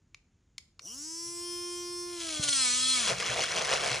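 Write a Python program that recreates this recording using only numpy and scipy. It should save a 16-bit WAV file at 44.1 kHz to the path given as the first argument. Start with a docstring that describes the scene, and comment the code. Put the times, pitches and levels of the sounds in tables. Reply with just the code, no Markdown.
"""A quiet room, with a small cordless blender held close to the microphone. Its button clicks three times,
then the motor whines up and spins free: unbalance hums, the commutator sings through the case.
As the jar is tipped over, fruit reaches the blades, which rattle against it and drag the speed down.
Finally they chop and churn the pieces, and the pulp bubbles, gulps and sloshes in the plastic jar."""
import sys
import numpy as np
from scipy import signal
from scipy.fft import rfft, irfft
from scipy.io import wavfile
from scipy.ndimage import uniform_filter1d

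SR = 44100
rng = np.random.default_rng(int(sys.argv[2]) if len(sys.argv) > 2 else 0)


def dump(signal):
    """Clip the signal to [-1, 1] and save it as 16-bit WAV at the path in sys.argv[1]."""
    limited = np.clip(np.atleast_2d(signal).T, -1, 1)
    pcm = np.round(limited * 32767).astype(np.int16)
    wavfile.write(sys.argv[1], SR, pcm)


N = 176400
T = np.arange(N) / SR
HZ = np.fft.rfftfreq(N, 1 / SR)

# Fader rides, one for each layer. Each row: time in seconds, relative level in dB.
HANDLING_RIDE = [(1.2, -71.5), (1.55, -67), (2.2, -66.5), (2.45, -61.5), (4, -59)]
HUM_RIDE = [(.8, -32), (.86, -23), (1, -12), (1.5, -3), (2.15, -2), (2.6, -11), (3, -7), (3.3, -16)]
WHINE_RIDE = [(.8, -40), (.94, -16), (1.02, -3), (1.2, 1), (1.5, -0.5), (2.1, -1), (2.35, -10), (3, -25)]
BRUSH_RIDE = [(.79, -85), (.82, -62), (.86, -51), (.94, -47), (1.02, -52), (1.15, -60), (1.4, -61),
              (1.55, -66), (2, -66), (2.2, -55), (4, -56)]
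LOW_RING_RIDE = [(1, -71), (1.35, -67), (1.47, -53), (1.8, -51.5), (2, -64), (2.2, -59)]  # the case sings near 3.2 kHz as it tilts
HIGH_RING_RIDE = [(.95, -74), (1.05, -58), (1.33, -53), (1.5, -44), (1.76, -45), (1.84, -51), (1.94, -43),
                  (2.2, -55)]  # and near 5.3 kHz
GROAN_RIDE = [(.83, -28), (.86, -8), (1.1, -30), (2.1, -28), (2.25, 0), (2.5, 0), (2.68, -20), (4, -30)]
GROWL_RIDE = [(2.1, -41), (2.28, -18), (2.45, -8), (2.6, 4), (2.7, 2), (2.8, -2.5), (2.95, 1), (3.06, -2),
              (3.15, -24), (4, -14)]
BUZZ_RIDE = [(2.05, -45), (2.25, -16), (2.4, -13), (2.5, -4), (2.6, 0), (2.7, 0), (2.79, -3), (2.88, -1),
             (2.97, -2), (3.06, -7), (3.15, -24), (4, -28)]
SCRAPE_RIDE = [(2.02, -100), (2.09, -53), (2.19, -46.5), (2.28, -37.5), (2.35, -36.5), (2.41, -45),
               (2.44, -26.5), (2.47, -43), (2.49, -26), (2.51, -50), (2.535, -34), (2.57, -39.5),
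               (2.66, -42.5), (2.78, -37), (2.9, -39.5), (3, -34), (3.09, -34), (3.16, -58), (4, -59)]
CHURN_RIDE = [(2.95, -46.5), (3.06, -36), (3.085, -29), (3.115, -33.5), (3.15, -41.5), (3.18, -39),
              (3.205, -33.5), (3.235, -36), (3.3, -32), (3.355, -35), (3.39, -32.5), (3.44, -31.5),
              (3.465, -37.5), (3.515, -33.5), (3.545, -36), (3.575, -32.5), (3.625, -34.5), (3.69, -33.5),
              (3.735, -29.5), (3.795, -37.5), (3.84, -32.5), (3.89, -34.5), (3.95, -33.5), (4, -41.5)]
SLOSH_RIDE = [(2.1, -68.5), (2.45, -47.5), (2.55, -60), (3.06, -58), (3.115, -29.5), (3.16, -48),
              (3.4, -34), (3.49, -52), (3.575, -33), (3.66, -38.5), (3.735, -27), (3.79, -39), (3.84, -34),
              (4, -40.5)]

# EQ curves of the sources and the bodies they ring. Each row: frequency in Hz, relative gain in dB.
RUMBLE_EQ = [(20, -15.5), (32, 2), (48, -4.5), (85, -1.5), (150, -8), (300, -16), (600, -29), (2000, -32),
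             (5000, -37.5), (7000, -30.5), (8000, -45), (10000, -47), (12000, -81), (16000, -52)]
HANDLING_EQ = [(20, -31), (35, -37), (52, -1), (90, -3.5), (200, -8.5), (400, -45.5), (2000, -92)]
BUTTON_EQ = [(200, -39), (900, -9), (1800, -6.5), (2320, 8), (2900, -2.5), (3700, -2), (5200, 8),
             (6000, -0.5), (6900, 2), (8000, -10), (10300, -13), (12000, -29), (16000, -24)]
CASE_EQ = [(100, -9), (450, 11), (1050, 4.5), (1800, -4.5), (4000, -1.5), (4900, 8), (5270, 20.5),
           (5700, 13.5), (6800, 2), (8300, 1.5), (10500, -2.5), (12000, -8.5), (15000, -13.5)]
BRUSH_EQ = [(100, -20), (500, -22), (1800, -32), (2600, -24), (4200, -18), (5600, -4), (6700, -1),
            (8200, 1), (10300, -7), (12000, -11), (15000, -16)]
JAR_WALL_EQ = [(2800, -1), (4700, 0.5), (6700, 1.5), (8000, 7), (9000, 9.5), (9500, -22), (10300, -5),
               (11000, -55)]  # muffles the very top of the buzz
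JAR_CAVITY_EQ = [(50, -24.5), (130, -11.5), (310, -15), (380, -5), (435, 9), (495, 7), (550, 3), (640, 11),
                 (780, 5), (950, 1), (1400, 1.5), (2000, -14), (4000, -25), (15000, -55)]
SCRAPE_EQ = [(100, -16.5), (400, -26.5), (900, -16.5), (1800, -16), (2500, -8.5), (3200, -2.5), (3800, -6),
             (5200, -8), (6800, -5), (8600, -8.5), (9500, -6.5), (10400, -15.5), (11200, -41),
             (15000, -33.5)]
CHURN_EQ = [(40, -11), (110, -6.5), (300, -7), (480, 2), (750, -9), (1000, -6), (1700, -3.5), (2600, 0.5),
            (3200, -2.5), (3750, -6), (5000, -4), (5900, -3), (7000, -5.5), (8500, -4.5), (9600, -8.5),
            (10800, -28.5), (15000, -40.5)]

# Phase between the two microphone ports. Each row: frequency in Hz, lead of the left in radians.
PORT_PHASE = [(20, 0), (130, 0), (450, .3), (760, 1.5), (900, 3.6), (1030, 5.9), (2000, 6.3), (3000, 7),
              (3800, 6.6), (6700, 6.25), (8100, 4.2), (8500, 3), (9700, 0), (10600, -.1), (11500, -3),
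              (12700, -3.4), (13400, -6.3), (16000, -6.5)]
# Balance between the ports. Each row: frequency in Hz, left minus right in dB.
PORT_BALANCE = [(100, -.4), (220, 3), (380, -3), (500, -3), (750, 1.5), (1290, -1), (2300, 2), (4400, 1.3),
                (8000, .6), (15000, 0)]
# Resonances of the plastic jar. Each row: centre in Hz, width in Hz, full lift in dB.
JAR_MODES = [(1458, 41, 7), (2243, 47, 11), (3343, 115, 14), (4160, 250, 12), (5120, 100, 9.5),
             (5994, 106, 11), (7600, 67, 5), (8300, 160, 7.5)]
# The pitch curve of motor and blades. Each row: time in seconds, shaft speed in turns per second.
SHAFT_SPEED = [(.8, 15), (.83, 95), (.86, 160), (.9, 220), (.95, 262), (1, 290), (1.05, 310), (1.1, 323),
               (1.17, 333), (1.25, 340.8), (1.4, 348), (1.55, 351), (2.1, 351.5), (2.16, 347.3),
               (2.22, 336.4), (2.364, 305.2), (2.51, 285), (2.568, 269), (2.656, 250.1), (2.7, 246.5),
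               (2.838, 256.6), (2.902, 258.8), (2.944, 256.2), (2.992, 246.3), (3.04, 226), (3.13, 170),
               (3.22, 190), (3.36, 165), (3.43, 138), (3.56, 172), (3.7, 135), (4, 145)]
# Harmonics of motor, groan and blade growl. Each row: multiple of shaft speed, relative level in dB.
MOTOR_PARTIALS = [(1, -41.5), (2, -69), (3, -54), (4, -64), (5, -59), (6, -55), (7, -57), (8, -59),
                  (10, -56), (11, -63), (12, -60), (13, -65), (14, -66), (16, -67), (17, -67), (18, -63),
                  (19, -62), (20, -64), (21, -60), (22, -58), (23, -54), (24, -53), (25, -53), (26, -59),
                  (27, -54), (29, -65), (30, -60), (31, -61), (32, -64), (33, -60), (34, -63), (35, -60),
                  (36, -60), (37, -58), (39, -61), (41, -64)]
GROAN_PARTIALS = [(2, -50.5), (3, -58.5), (4, -56.5), (5, -62), (6, -77)]
GROWL_PARTIALS = [(2, -63), (3, -57), (4, -56), (5, -48), (6, -58), (7, -51), (8, -54), (9, -53), (10, -48),
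                  (11, -50)]

# Button clicks. Each row: start in seconds, level in dB, brightness tilt in dB per octave.
CLICKS = [(0.145, -21, -2.5), (0.5808, -13.5, 2), (0.7933, -20, -3)]
# Dry bearing squeals. Each row: start and length in seconds, centre and width in Hz, level in dB.
SQUEALS = [(0.804, 0.17, 5830, 400, -46.5), (0.855, .11, 2980, 300, -53.5), (.87, .12, 8250, 400, -53)]
# Fruit sliding along the jar, and bouncing off the blades.
# Each row: start in seconds, length in seconds, level in dB.
SLIDES = [(1.272, .025, -55), (1.3, .18, -60)]
BOUNCES = [(2.2, .025, -45), (2.478, 0.023, -34), (2.521, 0.02, -33)]
# The load hits the jar. Each row: start in seconds, level in dB, pitch in Hz, time to peak in seconds.
THUDS = [(1.27, -57, 128, 0.017), (2.395, -27.5, 140, 0.0021), (2.44, -48.5, 131, 0.021),
         (3.105, -40, 127.5, 0.019), (3.286, -40.5, 123, 0.017), (3.9, -40, 124, 0.015)]
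# Air gulps through the pulp. Each row: start and length in seconds, first and last pitch in Hz, level in dB.
GULPS = [(3.085, .05, 660, 420, -33), (3.722, .03, 640, 480, -30)]
# A blade cracks into a firm piece. Each row: start in seconds, relative level in dB.
CHOPS = [(3.0829, -7.5), (3.201, -8.5), (3.437, -5), (3.562, -7.5), (3.6483, -7.5), (3.708, -14),
         (3.7206, -18), (3.7398, -11), (3.749, -19), (3.836, -11), (3.861, -8.5), (3.877, -7.5),
         (3.914, -11.5), (3.950, -11.5)]


def amp(db):
    """Decibels to gain."""
    return 10 ** (np.asarray(db) / 20)


def unit(x):
    """Normalises to rms 1."""
    return x / np.sqrt(np.mean(x ** 2) + 1e-20)


def fader(ride):
    """Gain over time along a ride, silent before its first point."""
    return amp(np.interp(T, *np.transpose(ride), left=-140))


def swell(start, length):
    """A half-sine fade in and out."""
    return np.sin(np.pi * np.clip((T - start) / length, 0, 1))


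def curve_at(curve, hz):
    """Reads a curve on a log-frequency axis."""
    knots_hz, values = np.transpose(curve)
    return np.interp(np.log(hz + 1), np.log(knots_hz + 1), values)


def place(mix, start, sound):
    """Drops a sound into the mix at a time in seconds."""
    part = mix[round(start * SR):][:len(sound)]
    part += sound[:len(part)]


def drift(rate_hz):
    """A smooth random wobble of rms 1."""
    return unit(irfft(rfft(rng.standard_normal(N)) * np.exp(-(HZ / rate_hz) ** 2), N))


def equalise(x, eq):
    """A minimum-phase EQ that keeps white noise at the same power."""
    log_gain = np.log(amp(curve_at(eq, abs(np.fft.fftfreq(4096, 1 / SR)))))
    taps = np.fft.ifft(np.exp(np.conj(signal.hilbert(log_gain)))).real[:2048]
    return signal.oaconvolve(x, taps / np.linalg.norm(taps))[:N]


def partial(order, turns, wander_db, rate_hz):
    """One harmonic of the shaft, wavering in level and phase."""
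    knots = np.arange(0, 5, 1 / rate_hz)
    size, slip = rng.standard_normal((400, 2))[:len(knots)].T
    angle = 2 * np.pi * (order * turns + rng.random()) + np.interp(T, knots, slip * (amp(wander_db) - 1))
    return np.sqrt(2) * np.interp(T, knots, amp(wander_db * size)) * np.cos(angle)


def grit(turns, pulsing, grain_db):
    """Tiny impacts of uneven size, swelling once in every turn."""
    sizes = amp(grain_db * np.minimum(rng.exponential(1, N), 5)) * (rng.random(N) < .15)
    pulse = np.exp(2 * pulsing * np.cos(2 * np.pi * turns))
    return unit(sizes * rng.standard_normal(N) * pulse)


def room_rumble(level_db=-67.5):
    """The low, steady bed of the room."""
    return amp(level_db) * equalise(rng.standard_normal(N), RUMBLE_EQ)


def room_tail(x, wet_db=-13, low_t60_s=.3, treble_t60_s=.35):
    """A faint short reverb with the bass rolled off, different at each port."""
    send = signal.lfilter(*signal.butter(1, 250, "high", fs=SR), x)
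    t = T[:SR // 2]
    echoes = rng.standard_normal((2, len(t))) * (rng.random((2, len(t))) < .1) * (t > .004)
    low = signal.lfilter(*signal.butter(1, 3000, fs=SR), echoes)
    tail = low * amp(-60 * t / low_t60_s) + (echoes - low) * amp(-60 * t / treble_t60_s)
    return amp(wet_db) * signal.fftconvolve(send[None], tail / np.linalg.norm(tail[0]), axes=1)[:, :N]


def ports(x):
    """Two spaced microphone ports hear the close sound with different phase and level."""
    hz = np.fft.rfftfreq(2 * N, 1 / SR)
    lean = amp(curve_at(PORT_BALANCE, hz) / 2) * np.exp(.5j * curve_at(PORT_PHASE, hz))
    return irfft(rfft(x, 2 * N) * np.array([lean, 1 / lean]))[:, :N]


def handling():
    """Hands shift on the jar with a dull rumble."""
    return fader(HANDLING_RIDE) * equalise(rng.standard_normal(N), HANDLING_EQ)


def button(rise_s=.0008, snap_s=.0016, ring_s=.005, ring_db=-15):
    """The switch snaps and the plastic case rings for a few milliseconds."""
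    out, t = np.zeros(N), T[:SR // 20]
    envelope = np.minimum(t / rise_s, 1) * (np.exp(-t / snap_s) + amp(ring_db) * np.exp(-t / ring_s))
    for start, db, tilt in CLICKS:
        tilted_eq = [(hz, gain_db + tilt * np.log2(hz)) for hz, gain_db in BUTTON_EQ]
        snap = equalise(envelope * rng.standard_normal(len(t)), tilted_eq)
        place(out, start, amp(db) * snap / np.linalg.norm(snap))
    return out


def bearing_squeal():
    """The bearing rasps in three narrow bands as the shaft spins up."""
    out = np.zeros(N)
    for start, length, hz, width_hz, db in SQUEALS:
        band = unit(irfft(rfft(rng.standard_normal(N)) / (1 + ((HZ - hz) / width_hz) ** 2) ** 2, N))
        out += amp(db) * band * swell(start, length)
    return out


def jar_lift(hz):
    """The boost in dB that the jar's resonances give each frequency."""
    return sum(db / (1 + (2 * (hz - centre) / width) ** 2) for centre, width, db in JAR_MODES)


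def in_jar(eq, resonance):
    """An EQ curve with only a share of the jar's lift on it, since pulp damps the plastic."""
    hz = np.arange(0, SR / 2, 10)
    return np.transpose([hz, curve_at(eq, hz) + resonance * jar_lift(hz)])


def thuds():
    """Soft low knocks of the load shifting in the jar."""
    out, t = np.zeros(N), T[:SR // 4]
    for start, db, hz, peak_s in THUDS:
        envelope = t / peak_s * np.exp(1 - t / peak_s)
        place(out, start, amp(db) * envelope * np.sin(2 * np.pi * hz * t))
    return out


def gulps():
    """Pockets of air ring briefly and sink in pitch as they open."""
    out = np.zeros(N)
    for start, length, first_hz, last_hz, db in GULPS:
        hz = np.linspace(first_hz, last_hz, round(length * SR))
        place(out, start, amp(db) * np.hanning(len(hz)) * np.sin(2 * np.pi * np.cumsum(hz) / SR))
    return out


def bubbles(per_second=1300, sizes=30, decay_cycles=8, rise=.04):
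    """Small bubbles in the pulp: short rising blips of many sizes."""
    out = np.zeros(N)
    for hz in np.geomspace(600, 6000, sizes):
        age = T[:SR // 20] * hz / decay_cycles
        blip = np.exp(-age) * np.sin(2 * np.pi * decay_cycles * age * (1 + rise * age))
        triggers = rng.random(N) < per_second / sizes / SR
        pops = triggers * amp(4 * np.minimum(rng.exponential(1, N), 3))
        out += signal.oaconvolve(pops, blip / np.linalg.norm(blip))[:N]
    return unit(out)


def slosh(turns, width=.65):
    """Liquid rings the cavity of the jar, wide in stereo with the bass centred."""
    mid, side = [equalise(grit(turns, pulsing=.4, grain_db=3), JAR_CAVITY_EQ) for _ in range(2)]
    side = signal.lfilter(*signal.butter(2, 330, "high", fs=SR), side)
    return fader(SLOSH_RIDE) * (mid + width * np.array([side, -side])) / np.sqrt(2)


def churn(turns, lump_db=1.3, bubble_db=-4, chop_decay_s=.003, chop_spike=3.3):
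    """Fruit tears in uneven lumps, with bubbles and single harder cracks, all heard through the jar."""
    tearing = unit(grit(turns, pulsing=.25, grain_db=1.3) * amp(lump_db * drift(61)))
    pulp = fader(CHURN_RIDE) * unit(tearing + amp(bubble_db) * bubbles())
    t = T[:800]
    for start, db in CHOPS:
        crack = rng.standard_normal(len(t)) * np.exp(-t / chop_decay_s) - chop_spike * (t == 0)
        place(pulp, start, amp(db) * crack / np.linalg.norm(crack))
    return equalise(pulp, in_jar(CHURN_EQ, resonance=.52))


def buzz_partial(order, speed, turns, roughest_order=40, flutter_hz=245):
    """One harmonic of the blade strikes; uneven strikes smear the higher ones into spray."""
    rough = min(order / roughest_order, 1) * .75
    knots = np.arange(0, 5, 1 / flutter_hz)
    cos_gain, sin_gain = [np.interp(T, knots, size) for size in rng.standard_normal((2, len(knots)))]
    angle = 2 * np.pi * order * turns
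    spray = unit(cos_gain * np.cos(angle) + sin_gain * np.sin(angle))
    tone = partial(order, turns, wander_db=3, rate_hz=35)
    jar_gain = amp(curve_at(JAR_WALL_EQ, order * speed) + jar_lift(order * speed))
    return jar_gain * (np.sqrt(1 - rough ** 2) * tone + rough * spray)


def blades(speed, turns, buzz_trim_db=-47.5, full_buzz_speed=245):
    """The blades graze the fruit in every turn: a growl, a harsh buzz that needs speed, a wet scrape."""
    growl = sum(amp(db + jar_lift(order * speed)) * partial(order, turns, wander_db=3, rate_hz=43)
                for order, db in GROWL_PARTIALS)
    buzz = amp(buzz_trim_db) * sum(buzz_partial(order, speed, turns) for order in range(12, 43))
    buzz *= np.minimum(abs(speed) / full_buzz_speed, 1) ** 4
    touches = sum(amp(db) * swell(start, length) for start, length, db in BOUNCES + SLIDES)
    scrape = equalise(grit(turns, pulsing=.3, grain_db=.9), in_jar(SCRAPE_EQ, resonance=.5))
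    return fader(GROWL_RIDE) * growl + fader(BUZZ_RIDE) * buzz + (fader(SCRAPE_RIDE) + touches) * scrape


def shaft(free_jitter=.0008, loaded_jitter=.006):
    """Speed and running count of turns; the shaft runs less evenly once fruit is in the way."""
    speed = uniform_filter1d(np.interp(T, *np.transpose(SHAFT_SPEED)), size=900)
    contact = fader(SCRAPE_RIDE)
    load = np.clip(contact / contact.max() * 2, 0, 1)
    speed *= 1 + free_jitter * drift(17.3) + loaded_jitter * load * drift(156)
    return speed, np.cumsum(speed) / SR


def case_ring(turns, release_db_per_s=60):
    """Two harmonics sing out in the case as it tilts, and die away when their rides end."""
    out = np.zeros(N)
    for order, ride in ((9, LOW_RING_RIDE), (15, HIGH_RING_RIDE)):
        release = amp(-release_db_per_s * np.maximum(T - ride[-1][0], 0))
        out += fader(ride) * release * partial(order, turns, wander_db=1, rate_hz=25)
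    return out


def motor(speed, turns):
    """Unbalance hums, the commutator whines, the brushes hiss, and a hard pull makes the motor groan."""
    def through_case(partials, wander_db, rate_hz):
        """Shaft harmonics sweeping through the resonances of the case."""
        return sum(amp(db + curve_at(CASE_EQ, order * speed)) * partial(order, turns, wander_db, rate_hz)
                   for order, db in partials)
    fundamental = amp(MOTOR_PARTIALS[0][1]) * partial(1, turns, wander_db=.4, rate_hz=13)
    hum = fundamental + through_case(MOTOR_PARTIALS[1:11], wander_db=2, rate_hz=6)
    whine = through_case(MOTOR_PARTIALS[11:], wander_db=4, rate_hz=15)
    ring = case_ring(turns)
    groan = sum(amp(db) * partial(order, turns, wander_db=2, rate_hz=35) for order, db in GROAN_PARTIALS)
    hiss = equalise(grit(turns, pulsing=.4, grain_db=2), BRUSH_EQ)
    return (fader(HUM_RIDE) * hum + fader(WHINE_RIDE) * whine + ring
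            + fader(GROAN_RIDE) * groan + fader(BRUSH_RIDE) * hiss)


def scene():
    """The blender right up front, over a faint bed of room and hands."""
    speed, turns = shaft()
    close = button() + motor(speed, turns) + bearing_squeal()
    close += blades(speed, turns) + churn(turns) + gulps() + thuds()
    bed = room_rumble() + handling()
    return bed + ports(close) + slosh(turns) + room_tail(close)


def record(dry):
    """A low cut at 40 Hz and a steep high cut at 15.1 kHz on the whole mix."""
    low_cut = signal.butter(4, 40, "high", fs=SR, output="sos")
    high_cut = signal.firwin(511, 15100, window=("kaiser", 9), fs=SR)
    return signal.oaconvolve(signal.sosfilt(low_cut, dry), high_cut[None], "same")


dry = scene()
out = record(dry)
dump(out)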